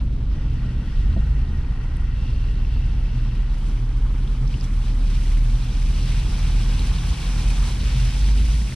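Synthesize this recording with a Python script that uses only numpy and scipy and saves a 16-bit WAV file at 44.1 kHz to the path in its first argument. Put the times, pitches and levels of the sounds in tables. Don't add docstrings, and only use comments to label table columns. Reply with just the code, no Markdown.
import sys
import numpy as np
from scipy import signal
from scipy.fft import rfft, irfft, next_fast_len
from scipy.io import wavfile
from scipy.ndimage import uniform_filter1d, minimum_filter1d, map_coordinates

SR = 44100
rng = np.random.default_rng(int(sys.argv[2]) if len(sys.argv) > 2 else 0)


def pcm_store(signal):
    levels = np.round(np.clip(np.atleast_2d(signal), -1, 1) * 32767)
    wavfile.write(sys.argv[1], SR, levels.astype(np.int16).T)


N = 385875


def amp(db):
    return 10 ** (np.asarray(db) / 20)


def unit(x):
    return x / np.sqrt(np.mean(x ** 2) + 1e-20)


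def along(points, hz):
    point_hz, value = np.transpose(points)
    return np.interp(np.log(hz + 1), np.log(point_hz + 1), value)


def curves(rows):
    time_s, *columns = np.transpose(rows)
    return [np.interp(np.arange(N) / SR, time_s, column) for column in columns]


def wobble(knots_per_s):
    at = np.arange(0, N + 64, 64)
    knots = rng.standard_normal(int(N * knots_per_s / SR) + 4)
    return np.interp(np.arange(N), at, map_coordinates(knots, [at * knots_per_s / SR]))


def filtered(x, response):
    size = next_fast_len(N + SR // 2)
    return irfft(rfft(x, size) * response(np.fft.rfftfreq(size, 1 / SR)), size)[..., :N]


def ringing(modes):
    def response(f):
        power = 0
        for hz, width_hz, db in modes:
            detune = (f * f - hz * hz) / (f * width_hz + 1e-9)
            power = power + amp(2 * db) / (1 + detune ** 2) ** 2
        return np.sqrt(power)
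    return unit(filtered(rng.standard_normal((2, N)), response))


def humming(modes, waver_db, base_hz=0):
    total = np.zeros(N)
    for hz, wander_hz, db in modes:
        phase = 2 * np.pi * np.cumsum(base_hz + hz + wander_hz * wobble(10)) / SR
        total += amp(db + waver_db * wobble(7)) * np.sin(phase + rng.uniform(0, 2 * np.pi))
    return unit(total)


def rush(spectrum, patchy_db, grains=0):
    z = signal.stft(rng.standard_normal((2, N)), nperseg=256)[2]
    patches = rng.standard_normal(z.shape[1:])
    patches = uniform_filter1d(patches, size=6, axis=0)
    patches = uniform_filter1d(patches, size=7, axis=1)
    pair = signal.istft(z * amp(patchy_db * unit(patches)), nperseg=256)[1][:, :N]
    return unit(filtered(unit(pair) + grains, lambda hz: amp(along(spectrum, hz))))


def patter(rate_per_s, spread_db):
    hit = rng.random((2, N)) < rate_per_s / SR
    size_db = spread_db * np.minimum(rng.exponential(size=(2, N)), 4)
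    return unit(hit * rng.choice([-1, 1], (2, N)) * amp(size_db))


def ring(t, hz, t60_s, rise_s):
    return amp(-60 * t / t60_s) * (1 - np.exp(-t / rise_s)) * np.sin(2 * np.pi * hz * t)


# (time [s], rumble level [dB], body shell level [dB])
COARSE = [(0, -26, -37.5), (.7, -29, -37.5), (1.2, -22.5, -37.5), (1.7, -28.5, -39), (2.7, -26.5, -38.5),
          (3.5, -31.5, -38.5), (4.5, -30, -38), (5.4, -30.5, -39), (6.2, -26.5, -37.5), (7, -27.5, -38),
          (8.3, -27, -37.5), (8.55, -29, -39), (8.75, -33, -36.5)]
# (frequency [Hz], relative level [dB per Hz])
RUMBLE = [(8, -37), (16, -13), (22, -7), (30, -11), (40, 0), (62, -7), (85, -14.5), (100, -14.5),
          (125, -15.5), (150, -17.5), (190, -30.5), (400, -120)]
BODY = [(88, -40), (150, 0), (161, -4), (199, -1), (237, -3.5), (289, -8.5), (307, -11.5), (340, -15),
        (372, -15), (455, -20), (700, -28), (910, -70), (1540, -120)]
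# (frequency [Hz], wander [Hz], relative level [dB])
BOOM = [(41, 2.27, -6), (50.6, 2.415, 0), (59.53, 2.4, -8), (72.23, 2.406, -6), (80.63, 2.386, -9.5)]
# (frequency above the lowest [Hz], wander [Hz], relative level [dB])
DRONE = [(0, 1.2, -0.5), (8, 2.2, -5), (17, 2.2, -6)]
# (time [s], pitch [Hz])
PAN = [(0, 118), (.9, 121), (1.9, 119), (2.2, 112.5), (2.7, 115), (3.2, 118), (3.8, 116), (4.4, 120),
       (5.1, 113.5), (5.6, 119.5), (6.3, 116), (6.9, 113), (7.5, 118), (8.3, 123), (8.75, 120)]
# (time of the top [s], gain [dB])
SWELLS = [(0.549, 4.5), (2.3, 3), (3.198, 8), (3.78, 4), (4.03, 3.5), (4.43, 7.5), (5.6, 8), (6.0, 2.5),
          (6.58, 5.5), (6.97, 3), (7.99, 6)]
SWELL_SIGMA_S = 0.068
BOOM_OVER_RUMBLE_DB, DRONE_BASE_DB, DRONE_WAVER_DB = 3.5, -33, 1


def road():
    coarse_db, body_db = curves(COARSE)
    pan_hz, = curves(PAN)
    t = np.arange(N) / SR
    drone_db = DRONE_BASE_DB + DRONE_WAVER_DB * wobble(8)
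    for top_s, gain_db in SWELLS:
        drone_db += gain_db * np.exp(-((t - top_s) / SWELL_SIGMA_S) ** 2 / 2)
    shake = amp(coarse_db) * rush(RUMBLE, patchy_db=0.05)
    shake += amp(body_db + 0.91 * wobble(7)) * rush(BODY, patchy_db=0.2)
    boom_db = coarse_db + BOOM_OVER_RUMBLE_DB + 0.73 * wobble(5.1)
    shake[0] += amp(boom_db) * humming(BOOM, waver_db=3)
    shake[0] += amp(drone_db) * humming(DRONE, waver_db=2.6, base_hz=pan_hz)
    return shake


# (time [s], low ring level [dB], high ring level [dB], scrape level [dB])
BRAKES = [(.15, -83, -76, -80), (.35, -56, -63, -63), (.7, -56, -59, -64), (.9, -53, -58, -56.5),
          (1.2, -54, -59, -63), (1.6, -56, -63, -67), (1.85, -55, -60, -67), (2.02, -51.5, -60, -62),
          (2.15, -52, -58, -61), (2.25, -58, -54, -62), (2.55, -54, -57, -65), (2.9, -59, -56.5, -64),
          (3.3, -59, -58.5, -66), (3.45, -55, -57, -64), (3.65, -70, -82, -58), (3.9, -81, -88, -65.5)]
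# (frequency [Hz], width [Hz], relative level [dB])
LOW_RING = [(1390, 120, -2), (1513, 180, -5), (1895, 130, 0), (2040, 200, -8)]
HIGH_RING = [(2675, 120, 0), (2790, 120, -1), (4250, 250, -13)]
SCRAPE = [(3080, 320, 0), (3450, 250, -6)]


def brakes():
    drag_db = 1.3 * wobble(18)
    rub = np.zeros((2, N))
    for level_db, modes in zip(curves(BRAKES), [LOW_RING, HIGH_RING, SCRAPE]):
        fits_db = drag_db + 1.2 * wobble(12)
        rub += amp(level_db + fits_db) * ringing(modes)
    return rub


# (time [s], level [dB])
BUMP = [(1.1626, -21), (1.176, -31)]
# (frequency [Hz], relative level [dB], t60 [s])
KNOCK = [(195, 5, 0.17), (262, -3.5, 0.12), (330, -4, 0.085), (445, -15, 0.06), (550, -6.5, 0.055),
         (655, -4.5, 0.055), (875, -12.5, 0.033), (1870, -19, 0.11)]


def bump():
    out, t = np.zeros(N + SR), np.arange(SR // 4) / SR
    knock = sum(amp(db) * ring(t, hz, t60_s, rise_s=0.0022) for hz, db, t60_s in KNOCK)
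    for time_s, level_db in BUMP:
        out[round(time_s * SR):][:len(t)] += amp(level_db) * knock
    return out[:N]


# (time [s], level [dB])
TYRES = [(0, -53), (.4, -52.5), (1.1, -50.5), (2.02, -50), (2.36, -51.5), (3.75, -49), (5.97, -48.5),
         (6.16, -46), (7.5, -43.5), (8.75, -49)]
# (time [s], level [dB])
SLOSHING = [(0.0, -45), (0.02, -59.5), (0.36, -55), (0.88, -54), (0.92, -52), (1.34, -56), (1.95, -56.5),
            (2.26, -52), (2.61, -52.5), (3.78, -53), (4.0, -55.5), (4.36, -52.5), (4.41, -54),
            (4.53, -48.5), (4.8, -51.5), (4.9, -46.5), (4.95, -51.5), (5.09, -45), (5.46, -47.5),
            (5.97, -43.5), (6.09, -41), (6.38, -42), (7.41, -40.5), (7.8, -41), (7.82, -38.5),
            (8.75, -43.5)]
# (time [s], level [dB])
WATER = [(0, -68.5), (.3, -69), (1.0, -63), (1.41, -65), (1.9, -66.5), (2.39, -64), (3.46, -64),
         (3.65, -59.5), (3.95, -63), (4.29, -61), (4.63, -56.5), (4.95, -56.5), (5.21, -52), (5.65, -54),
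         (6.16, -48.5), (6.43, -49.5), (7.6, -46), (8.75, -48)]
# (frequency [Hz], relative level [dB per Hz])
HISS = [(260, -14.5), (450, -4), (526, -4.5), (566, -12.5), (823, -1), (1370, -4.5), (2070, -10.5),
        (2170, -8.5), (2930, -16.5), (3180, -13.5), (4000, -37), (5200, -48), (8800, -120)]
SLOSH = [(710, -10), (1200, -7), (1290, -15), (1480, -4), (1800, -5.5), (2400, 0), (3770, -1), (4950, -4.5),
         (5860, -9), (7000, -23.5), (9100, -30), (15400, -120)]
SPRAY = [(2940, -22), (5000, -6), (5870, -2), (7090, -5), (9280, -3.5), (11200, -14), (12600, -16),
         (14600, -26.5), (15400, -30)]


def water():
    (hiss_db,), (slosh_db,), (spray_db,) = curves(TYRES), curves(SLOSHING), curves(WATER)
    surge, droplets = wobble(24), patter(900, spread_db=2.5)
    hiss_grains = 0.3 * patter(400, spread_db=4.5)
    hiss = amp(hiss_db + 0.34 * surge) * rush(HISS, patchy_db=1.47, grains=hiss_grains)
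    slosh = amp(slosh_db + 0.59 * surge) * rush(SLOSH, patchy_db=1.57, grains=0.37 * droplets)
    spray_db = spray_db + 0.66 * surge + 0.37 * wobble(30)
    spray = amp(spray_db) * rush(SPRAY, patchy_db=0.7, grains=0.4 * droplets)
    return hiss + slosh + spray


# (time [s], puff level [dB], low splat level [dB])
SPLASHES = [(4.63, -44, -62), (4.77, -60, -49), (5.101, -44, -47), (5.145, -41.5, -60), (5.32, -56, -46),
            (5.6367, -44, -60), (6.1905, -42, -46), (6.642, -53, -46), (6.905, -53, -39), (6.98, -48, -55),
            (7.085, -41, -58), (7.62, -57, -39), (7.8672, -47, -46), (8.305, -52, -45), (8.3725, -43, -57),
            (8.478, -55, -49), (8.5342, -44, -57), (8.587, -45, -52)]
# (frequency [Hz], relative level [dB per Hz])
SPLAT = [(400, -40), (700, -9), (900, 4), (1500, -4), (1900, -12), (3000, -54)]
SMALL_PER_S, SMALL_OVER_SPRAY_DB, SMALL_SCATTER_DB = 5.6, 5.5, -3.5
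DULL_DB = 3.5


def splashes():
    t = np.arange(SR // 4) / SR
    puff = amp(-60 * t / 0.067) * (1 - np.exp(-t / 0.006))
    thud = amp(-60 * t / 0.17) * (1 - np.exp(-t / 0.0053))
    small_db = curves(WATER)[0] + SMALL_OVER_SPRAY_DB + SMALL_SCATTER_DB * rng.standard_normal(N)
    gouts = (rng.random(N) < SMALL_PER_S / SR) * amp(small_db)
    splats = np.zeros(N)
    for time_s, puff_db, splat_db in SPLASHES:
        gouts[round(time_s * SR)] = amp(puff_db)
        splats[round(time_s * SR)] = amp(splat_db)
    puff_noise = rush(SPRAY, patchy_db=2.5) + amp(DULL_DB) * rush(SLOSH, patchy_db=5.0)
    puffs = signal.fftconvolve(gouts, puff)[:N] * puff_noise
    return puffs + signal.fftconvolve(splats, thud)[:N] * rush(SPLAT, patchy_db=-0.5)


# (time [s], level [dB], pitch [Hz])
DROPS = [(1.3618, -39.5, 2060), (1.969, -32, 9120), (1.9691, -42, 11000), (2.0153, -40, 9135),
         (2.486, -30, 2710), (2.648, -32, 2680), (3.0582, -32, 2624), (4.2761, -29, 3375),
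         (4.4775, -27, 5420), (4.5105, -32, 3004), (4.5411, -24, 2837), (4.6105, -23, 5014),
         (5.2598, -35, 9000), (5.3775, -31, 9150), (6.7945, -18, 4040), (6.871, -25, 9120),
         (6.938, -27, 3696), (6.9841, -25, 2790), (6.986, -24, 3750), (7.094, -28, 3350),
         (6.1895, -30, 3950), (8.722, -26, 2080)]
DROP_T60_CYCLES, DROP_RISE_CYCLES = 25, 1.24
FLECKS_PER_S, FLECK_HZ, FLECK_SPREAD_OCTAVES = 110, 2974, 0.652
FLECK_DB, FLECK_DB_PER_SPRAY_DB, FLECK_SCATTER_DB = -43, 0.51, 4


def drops():
    out, t = np.zeros(N + SR), np.arange(SR // 4) / SR
    gaps, pitch, size = rng.standard_normal((N // 200, 3)).T
    when_s = np.cumsum(np.abs(gaps) * np.sqrt(np.pi / 2)) / FLECKS_PER_S
    spray_s, spray_db = np.transpose(WATER)
    over_mean_db = np.interp(when_s, spray_s, spray_db) - spray_db.mean()
    fleck_db = FLECK_DB + FLECK_DB_PER_SPRAY_DB * over_mean_db + FLECK_SCATTER_DB * size
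    fleck_hz = FLECK_HZ * 2 ** (FLECK_SPREAD_OCTAVES * np.clip(pitch, -1, 2))
    flecks = np.transpose([when_s, fleck_db, fleck_hz])[when_s < N / SR]
    for time_s, db, hz in [*DROPS, *flecks]:
        life = t[:int(DROP_T60_CYCLES / hz * SR)]
        tick = amp(db) * ring(life, hz, DROP_T60_CYCLES / hz, DROP_RISE_CYCLES / hz)
        out[round(time_s * SR):][:len(life)] += tick
    return out[:N]


# (time [s], firing rate [Hz], level [dB])
ENGINE = [(0, 26.76, -26), (.6, 27.02, -26.5), (1.0, 27.16, -25.5), (1.4, 27.25, -26.5),
          (2.05, 27.27, -25.5), (2.46, 32.2, -22), (2.8, 35.07, -20.5), (3.3, 35.38, -21),
          (4.82, 36.14, -19.5), (5.4, 36.89, -16.5), (5.7, 37.23, -19), (6.8, 39.01, -18.5),
          (7.24, 41.47, -26), (7.4, 42.47, -17.5), (7.75, 43.92, -21.5), (7.97, 44.59, -24),
          (8.1, 46.14, -18), (8.46, 51.95, -17), (8.6, 53, -21.5), (8.75, 54.2, -28.5)]
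# (multiple of the firing rate, relative level [dB])
ORDERS = [(1, 0), (2, -23.5)]
# (time [s], pitch [Hz], level [dB])
HUM = [(5.6, 153.8, -66), (5.9, 154.7, -36.5), (6.57, 159.1, -38.5), (7.34, 159, -35.5), (7.7, 155.6, -46),
       (7.9, 153, -60)]


def engine():
    firing_hz, firing_db = curves(ENGINE)
    turn = 2 * np.pi * np.cumsum(firing_hz * (1 + 0.0059 * wobble(5))) / SR
    note = np.zeros(N)
    for order, db in ORDERS:
        note += amp(db + 1.0 * wobble(9)) * np.sin(order * turn + rng.uniform(0, 2 * np.pi))
    hum_hz, hum_db = curves(HUM)
    hum = amp(hum_db + 0.5 * wobble(7.4)) * np.sin(2 * np.pi * np.cumsum(hum_hz) / SR)
    return np.sqrt(2) * (amp(firing_db) * note + hum)


# (frequency [Hz], unrelated against shared part [dB], held to 0 at most)
APART = [(40, -24), (70, -27), (125, -35), (180, -35), (270, -28.5), (450, -12), (600, -12.5), (740, -12),
         (1220, -9), (2010, -3.5), (2700, -8), (3600, -11.5), (5500, -2), (9080, -2.5), (15000, 0.5)]
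# (frequency [Hz], left minus right [dB])
BASS_LEAN = [(40, -.55), (60, -.4), (125, 0)]
LEAN = [(270, 0), (450, 1), (740, 2), (1220, 1), (2010, 3.5), (2740, 5.5), (3500, 2), (4190, 0.5),
        (5500, -12), (6410, -6.5), (9080, -5.5), (15000, 5.5)]
# (frequency [Hz], phase by which left leads [rad])
LEAD = [(300, 0), (950, -0.63), (2240, 0.59), (3190, 0.45), (4570, 0.5), (5680, 3.5), (7060, 3.5),
        (9560, 6.5), (15200, 3.5)]


def ports(hz):
    angle = np.arctan(amp(np.minimum(along(APART, hz), 0)))
    shared, apart = np.cos(angle), np.sin(angle)
    half = amp(along([*BASS_LEAN, *LEAN], hz) / 2) * np.exp(.5j * along(LEAD, hz))
    return np.array([[shared * half, apart * half], [shared / half, -apart / half]])


FADE_S = .008


def scene():
    parts = road() + brakes() + water() + splashes()
    parts[0] += bump() + drops() + engine()
    to_end = np.minimum(np.arange(N), np.arange(N)[::-1])
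    parts *= np.minimum(1, to_end / (FADE_S * SR))
    return filtered(parts, ports).sum(axis=1)


LIMIT, TOP_HZ = 0.35, 15600


def record(dry):
    need = np.minimum(1, LIMIT / (np.abs(dry).max(axis=0) + 1e-9))
    gain = uniform_filter1d(minimum_filter1d(need, size=1401), size=700)
    return filtered(dry * gain, lambda hz: hz < TOP_HZ)


dry = scene()
out = record(dry)
pcm_store(out)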